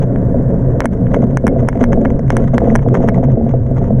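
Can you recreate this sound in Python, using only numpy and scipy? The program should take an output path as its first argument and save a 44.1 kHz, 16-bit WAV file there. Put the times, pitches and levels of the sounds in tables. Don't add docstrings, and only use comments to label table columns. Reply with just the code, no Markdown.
import sys
import numpy as np
from scipy import signal
from scipy.fft import rfft, irfft
from scipy.io import wavfile
from scipy.ndimage import uniform_filter1d, minimum_filter1d

SR = 44100
rng = np.random.default_rng(int(sys.argv[2]) if len(sys.argv) > 2 else 0)


def wrap_up_sound(samples):
    columns = np.atleast_2d(samples).T
    tamed = np.clip(columns, -1, 1)
    steps = np.round(tamed * 32767).astype(np.int16)
    wavfile.write(sys.argv[1], SR, steps)


N = 176400
T = np.arange(N) / SR
FREQS = np.fft.rfftfreq(N, 1 / SR)


def amp(db):
    return 10 ** (np.asarray(db) / 20)


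def unit(x):
    return x / np.sqrt(np.mean(abs(x) ** 2) + 1e-20)


def fader(curve):
    return amp(np.interp(T, *np.transpose(curve)))


def eq_gain(colour, hz):
    points_hz, db = np.transpose(colour)
    return amp(np.interp(np.log(hz + 1), np.log(points_hz + 1), db))


def add(mix, start_s, sound):
    part = mix[max(round(start_s * SR), 0):][:len(sound)]
    part += sound[:len(part)]


def noise(colour):
    return unit(irfft(rfft(rng.standard_normal(N)) * eq_gain(colour, FREQS), N))


def drift(rate_hz):
    return unit(irfft(rfft(rng.standard_normal(N)) / (1 + (FREQS / rate_hz) ** 2) ** 2, N))


def click(colour, size=2048):
    log_gain = np.log(eq_gain(colour, abs(np.fft.fftfreq(size, 1 / SR))))
    pulse = np.fft.ifft(np.exp(np.conj(signal.hilbert(log_gain)))).real
    return pulse / abs(pulse).max()


def roughen(sound, tail_db, decay_s, size=2048):
    response = rng.standard_normal(size) * np.exp(-np.arange(size) / SR / decay_s)
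    response *= amp(tail_db) / np.linalg.norm(response)
    response[0] = 1
    return signal.fftconvolve(sound, response)


def attack(t, rise_s):
    return 1 - np.exp(-(t / rise_s) ** 2)


def mode(t, hz, t60_s, phase_turns=0):
    return np.exp(-np.log(1000) * t / t60_s) * np.sin(2 * np.pi * (hz * t + phase_turns))


# time_s, level_db
ROAR_FADER = [(0, -23.5), (.3, -22.5), (.8, -22), (.92, -25), (1.08, -25.5), (1.17, -18.5), (1.42, -29),
              (1.47, -20.5), (1.7, -24), (2.03, -18), (2.22, -30), (2.38, -18), (2.52, -27), (2.66, -19.5),
              (2.83, -27), (2.9, -18.5), (3.08, -22.5), (3.35, -24.5), (3.65, -28.5), (4, -22.5)]
HISS_FADER = [(0, -43.5), (.75, -41.5), (.95, -46.5), (2, -46), (3, -48), (3.6, -50), (4, -49)]
# freq_hz, gain_db
ROAR_EQ = [(140, -19), (180, 7), (210, 0), (242, 4.5), (275, 2.5), (320, -9.5), (380, -4), (405, -6),
           (480, -4), (560, -3.5), (600, -13.5), (670, -7.5), (760, -22.5), (1000, -39), (1250, -42),
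           (2500, -59), (16000, -120)]
HISS_EQ = [(400, -31.5), (950, 13), (1250, -0.5), (1550, 5), (2000, -5.5), (2550, -31.5), (3300, -31),
           (4500, -37), (5500, -26.5), (6300, -26), (7800, -27), (9500, -31), (12000, -40), (16000, -42.5)]
def tyres(roar_db=6.5):
    roar = unit(noise(ROAR_EQ) * amp(1.7 * drift(rate_hz=21)))
    hiss = noise(HISS_EQ) * amp(0.74 * drift(rate_hz=160))
    return amp(roar_db) * fader(ROAR_FADER) * roar + fader(HISS_FADER) * hiss


# time_s, level_db
HUM_FADER = [(0.0, -12.5), (0.18, -21), (0.27, -10), (0.31, -25), (0.47, -12.5), (0.5, -21.5), (0.77, -11),
             (0.82, -30.5), (1.07, -13), (1.16, -22.5), (1.35, -12.5), (1.48, -27), (1.6, -14.5),
             (1.82, -18.5), (1.93, -15), (1.97, -27), (2.31, -14.5), (2.41, -21.5), (2.45, -12.5),
             (2.57, -22.5), (2.93, -13.5), (2.97, -22), (3.34, -9), (3.4, -43.5), (3.44, -18), (4.0, -13.5)]
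def frame_hum(pitch_hz=127.55, waver_hz=18.6, trim_db=1.64):
    sway = drift(waver_hz) + 1j * drift(waver_hz)
    sway /= (abs(sway) + 0.033) ** 0.55
    drone = unit((sway * np.exp(2j * np.pi * pitch_hz * T)).real)
    return amp(trim_db) * fader(HUM_FADER) * drone


# freq_hz, gain_db
WIND_EQ = [(5, -6), (18, 3), (30, 1), (50, -4), (90, -3), (130, -9), (200, -17), (500, -42), (2000, -90),
           (16000, -130)]
def wind(level_db=-17):
    gusts = amp(1.2 * drift(rate_hz=10))
    return amp(level_db) * unit(noise(WIND_EQ) * gusts)


# freq_hz, gain_db
GRIT_EQ = [(2000, -16), (3200, -8.5), (6400, -6.5), (9500, -11.5), (16000, -10)]
def grit(ticks_per_s=23, level_db=-71.5):
    strengths = amp(3 * np.minimum(rng.exponential(1, N), 3))
    grains = strengths * (rng.random(N) < ticks_per_s / SR)
    tick = roughen(click(GRIT_EQ), tail_db=3.5, decay_s=0.0054)
    return amp(level_db) * unit(signal.oaconvolve(grains, tick)[:N])


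# freq_hz, gain_db
PART_EQ = [(300, 7), (950, 10.5), (1300, 0), (2000, -3), (2700, -17.5), (3300, -18.5), (4500, -38.5),
           (5500, -24.5), (6400, -18.5), (7700, -32), (9200, -34), (11500, -46), (16000, -77.5)]
# centre_s, length_s, level_db
CHATTER_BURSTS = [(0.025, 0.016, -24), (0.842, 0.0094, -20), (0.931, 0.018, -31), (1.116, 0.013, -31.5),
                  (1.15, 0.035, -27), (1.223, 0.01, -31), (1.595, 0.023, -32), (1.682, 0.025, -25.5),
                  (1.751, 0.027, -32), (1.823, 0.046, -26.5), (1.927, 0.016, -26), (2.324, 0.012, -23.5),
                  (2.393, 0.088, -31.5), (2.477, 0.0059, -24.5), (2.541, 0.035, -31.5),
                  (2.674, 0.13, -32.5), (2.825, 0.021, -27.5), (2.95, 0.017, -16), (2.97, 0.0085, -24),
                  (3.032, 0.068, -34.5), (3.079, 0.013, -22.5), (3.163, 0.03, -32), (3.238, 0.02, -27.5),
                  (3.316, 0.035, -35), (3.493, 0.044, -37.5), (3.776, 0.023, -28.5), (3.843, 0.084, -39)]
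def chatter(parts=10, base_ticks_per_s=220, idle_db=-45.5, spread_db=4.5, eq_spread_db=5):
    shake = amp(idle_db + drift(rate_hz=25))
    for centre_s, length_s, level_db in CHATTER_BURSTS:
        shake += amp(level_db) * np.exp(-(2 * (T - centre_s) / length_s) ** 2)
    strengths = amp(spread_db * np.minimum(rng.exponential(1, N), 3)) * rng.choice([-1, 1], N)
    pace = amp(3.6 * drift(rate_hz=400))
    ticks_so_far = np.floor(np.cumsum(pace) * base_ticks_per_s / SR)
    contacts = shake * unit(strengths * (np.diff(ticks_so_far, prepend=0) > 0))
    struck_part = rng.integers(0, parts, N)
    out = np.zeros(N)
    for part in range(parts):
        colour = [(hz, db + eq_spread_db * rng.uniform(-0.37, 1)) for hz, db in PART_EQ]
        tick = roughen(click(colour), tail_db=3.5, decay_s=0.0054)
        out += signal.oaconvolve(contacts * (struck_part == part), tick / np.linalg.norm(tick))[:N]
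    return out


# freq_hz, gain_db
BODY_EQ = [(100, -17.5), (450, 7), (1000, 5.5), (1250, -0.5), (1550, 3.5), (2050, -2), (2600, -17.5),
           (3200, -15.5), (4400, -58), (6000, -41), (9000, -53.5), (17000, -88)]
CRACK_EQ = [(1000, -19), (2500, -1.5), (4100, 9), (4700, 0), (5700, 10), (8000, -7.5), (10800, -8.5),
            (11800, -12), (16000, -14)]
TICK_EQ = [(1500, -15), (4600, -26), (5500, -7), (6150, -2), (7500, -17.5), (8600, -10), (10800, -13),
           (12000, -30), (16000, -35)]
# pitch_hz, level_db, t60_s
FITTING_MODES = [(1036, -37.5, 0.042), (1410, -34.5, 0.027), (1680, -30.5, 0.046), (2160, -25, 0.045),
                 (2850, -44, 0.017)]
# start_s, level_db, tick_db, crack_db
KNOCK_CUES = [(0.16, -16.5, -43, -46), (0.805, -0.5, -26, -13), (0.8194, -11, -38, -36),
              (.8564, 6, -14, -33), (1.0687, -18.5, -37.5, -38.5), (1.144, 2, -31, -30),
              (1.3719, 2, -16.5, -29), (1.4684, -1, -17, -33), (1.479, -5, -17, -26),
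              (1.6873, 5.5, -14, -47), (1.729, -13, -30, -45), (1.8403, 1, -20.5, -25),
              (1.931, -6, -22.5, -38), (2.0516, -8, -35, -26), (2.0558, -5.5, -37, -43),
              (2.3042, 3, -22, -21.5), (2.3681, -2.5, -13, -37), (2.5809, -1.5, -26, -17.5),
              (2.7541, 0, -17.5, -31), (2.759, -1, -12.5, -29), (2.792, -16, -38, -33),
              (2.9522, -5, -30, -39), (3.0873, -2, -22, -54), (3.092, -9.5, -25, -22),
              (3.2393, -17.5, -32, -25.5)]
def knocks(ring_spread_db=3, detune=0.06):
    out, t = np.zeros(N), np.arange(2048) / SR
    for start_s, level_db, tick_db, crack_db in KNOCK_CUES:
        body, crack, tick = (click([(hz * (1 + detune * rng.uniform(-0.87, 1)), db) for hz, db in eq])
                             for eq in (BODY_EQ, CRACK_EQ, TICK_EQ))
        ring = sum(amp(db + ring_spread_db * rng.standard_normal()) * mode(t, hz, t60_s)
                   for hz, db, t60_s in FITTING_MODES)
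        grate = roughen(tick, tail_db=0, decay_s=0.0011)[:len(t)]
        hit = body + ring + amp(tick_db) * grate + amp(crack_db) * crack
        add(out, start_s, -amp(level_db) * roughen(hit, tail_db=-13.5, decay_s=0.0029))
    return out


# start_s, peak_db
SNAP_CUES = [(0.24, -46), (.342, -35), (.943, -37), (1.01, -45.5), (1.443, -48), (2.111, -35), (3.245, -43),
             (3.545, -39), (3.913, -32)]
def grit_snaps():
    out = np.zeros(N)
    for start_s, peak_db in SNAP_CUES:
        add(out, start_s, amp(peak_db) * click(GRIT_EQ))
    return out


# pitch_hz, level_db, t60_s
FRAME_MODES = [(247.5, -7, 0.22), (276.4, -11, 0.13), (374, -17, 0.27), (450.4, -12.5, 0.11),
               (488.5, -8.5, 0.11), (546.2, -9.5, 0.11), (663.8, -4.5, 0.068)]
# start_s, hit_db, heave_db
RIDGE_CUES = [(0.343, -9, -8.5), (.843, -6, -4), (1.161, -2, -11), (1.227, -6.5, -12.5), (1.438, -6, -6),
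              (1.561, -7, -21), (1.623, -7.5, -7), (1.754, -7.5, -14), (1.811, -4, -3), (1.9, -8.5, -12),
              (1.974, -7.5, -7), (2.109, -15, -12.5), (2.191, -12, -24), (2.326, -9, -8.5),
              (2.384, -12, -12.5), (2.534, -6.5, -5), (2.617, -4.5, -11.5), (2.672, -3.5, -8),
              (2.718, -9, -8), (2.861, -4, -13), (2.971, -10, -34), (3.003, -9.5, -17), (3.039, -5, -7),
              (3.117, -8.5, -12.5), (3.177, -7, -27), (3.229, -7, -5.5), (3.284, -10, -11.5),
              (3.372, -8, -11.5), (3.411, -11.5, -6.5), (3.464, -13, -20), (3.537, -6.5, -8.5),
              (3.711, -14, -12), (3.815, -11, -21), (3.904, -6.5, -4)]
def deck_ridges(thump_trim_db=-7, ring_trim_db=1.5, heave_trim_db=-3.5):
    from_hz, to_hz, glide_s, decay_s, heave_peak_s = 737, 254, 0.00774, 0.013, 0.02
    out, t = np.zeros(N), np.arange(SR // 4) / SR
    glide_hz = to_hz + (from_hz - to_hz) * np.exp(-t / glide_s)
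    thump_phase = 2 * np.pi * np.cumsum(glide_hz) / SR
    thump_shape = attack(t, rise_s=0.00076) * np.exp(-t / decay_s)
    heave_shape = (t / heave_peak_s) * np.exp(1 - t / heave_peak_s)
    for start_s, hit_db, heave_db in RIDGE_CUES:
        heave_hz = 232.3 * (1 + 0.08 * rng.uniform(-0.99, 1))
        heave = heave_shape * np.sin(2 * np.pi * heave_hz * t)
        thump = thump_shape * np.sin(thump_phase * (1 + 0.078 * rng.uniform(-1.04, 1)))
        ring = sum(amp(db) * mode(t, hz, t60_s, rng.random()) for hz, db, t60_s in FRAME_MODES)
        hit = amp(thump_trim_db) * thump + amp(ring_trim_db) * ring * attack(t, rise_s=0.0024)
        add(out, start_s, amp(hit_db) * hit + amp(heave_db + heave_trim_db) * heave)
    return out


# start_s, tick_db, note_db
CLINK_CUES = [(0.925, -26.5, -42), (.974, -29.5, -42), (1.24, -16.5, -30), (1.593, -23, -35),
              (1.651, -26, -32), (1.7565, -23, -32), (1.775, -22, -36), (2.015, -19, -35),
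              (2.082, -24, -37), (2.1036, -18, -26), (2.1933, -17.5, -24), (2.281, -26, -31),
              (2.608, -30, -31), (2.644, -19, -33), (2.701, -26, -13.5), (2.887, -18, -33),
              (3.043, -23, -36), (3.145, -17.5, -18.5), (3.3195, -26.5, -39), (3.4926, -22, -38),
              (3.769, -20.5, -32)]
def clinks(pitch_hz=1970, decay_s=0.0015, eq_spread_db=5):
    out, t = np.zeros(N), np.arange(2048) / SR
    note = attack(t, rise_s=0.0007) * np.exp(-t / decay_s) * np.sin(2 * np.pi * pitch_hz * t)
    for start_s, tick_db, note_db in CLINK_CUES:
        colour = [(hz, db + eq_spread_db * rng.uniform(-1, 1)) for hz, db in PART_EQ]
        add(out, start_s, amp(tick_db) * roughen(click(colour), tail_db=0, decay_s=0.0011))
        add(out, start_s, amp(note_db) * note)
    return out


def scene():
    hits = knocks() + clinks() + chatter() + grit() + grit_snaps() + deck_ridges()
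    bed = frame_hum() + tyres() + wind()
    return (hits + bed)[None]


def record(dry, ceiling_db=-0.3, release_db_per_s=85, cutoff_hz=16000):
    over_db = np.maximum(20 * np.log10(abs(dry[0]) + 1e-9) - ceiling_db, 0)
    release_db = T * release_db_per_s
    duck_db = release_db - np.maximum.accumulate(over_db + release_db)
    held_db = minimum_filter1d(duck_db, size=65)
    smooth_db = uniform_filter1d(uniform_filter1d(held_db, size=33), size=33)
    lowpass = signal.firwin(511, cutoff_hz, window=("kaiser", 9), fs=SR)
    return signal.oaconvolve(dry * amp(smooth_db), lowpass[None], "same")


dry = scene()
out = record(dry)
wrap_up_sound(out)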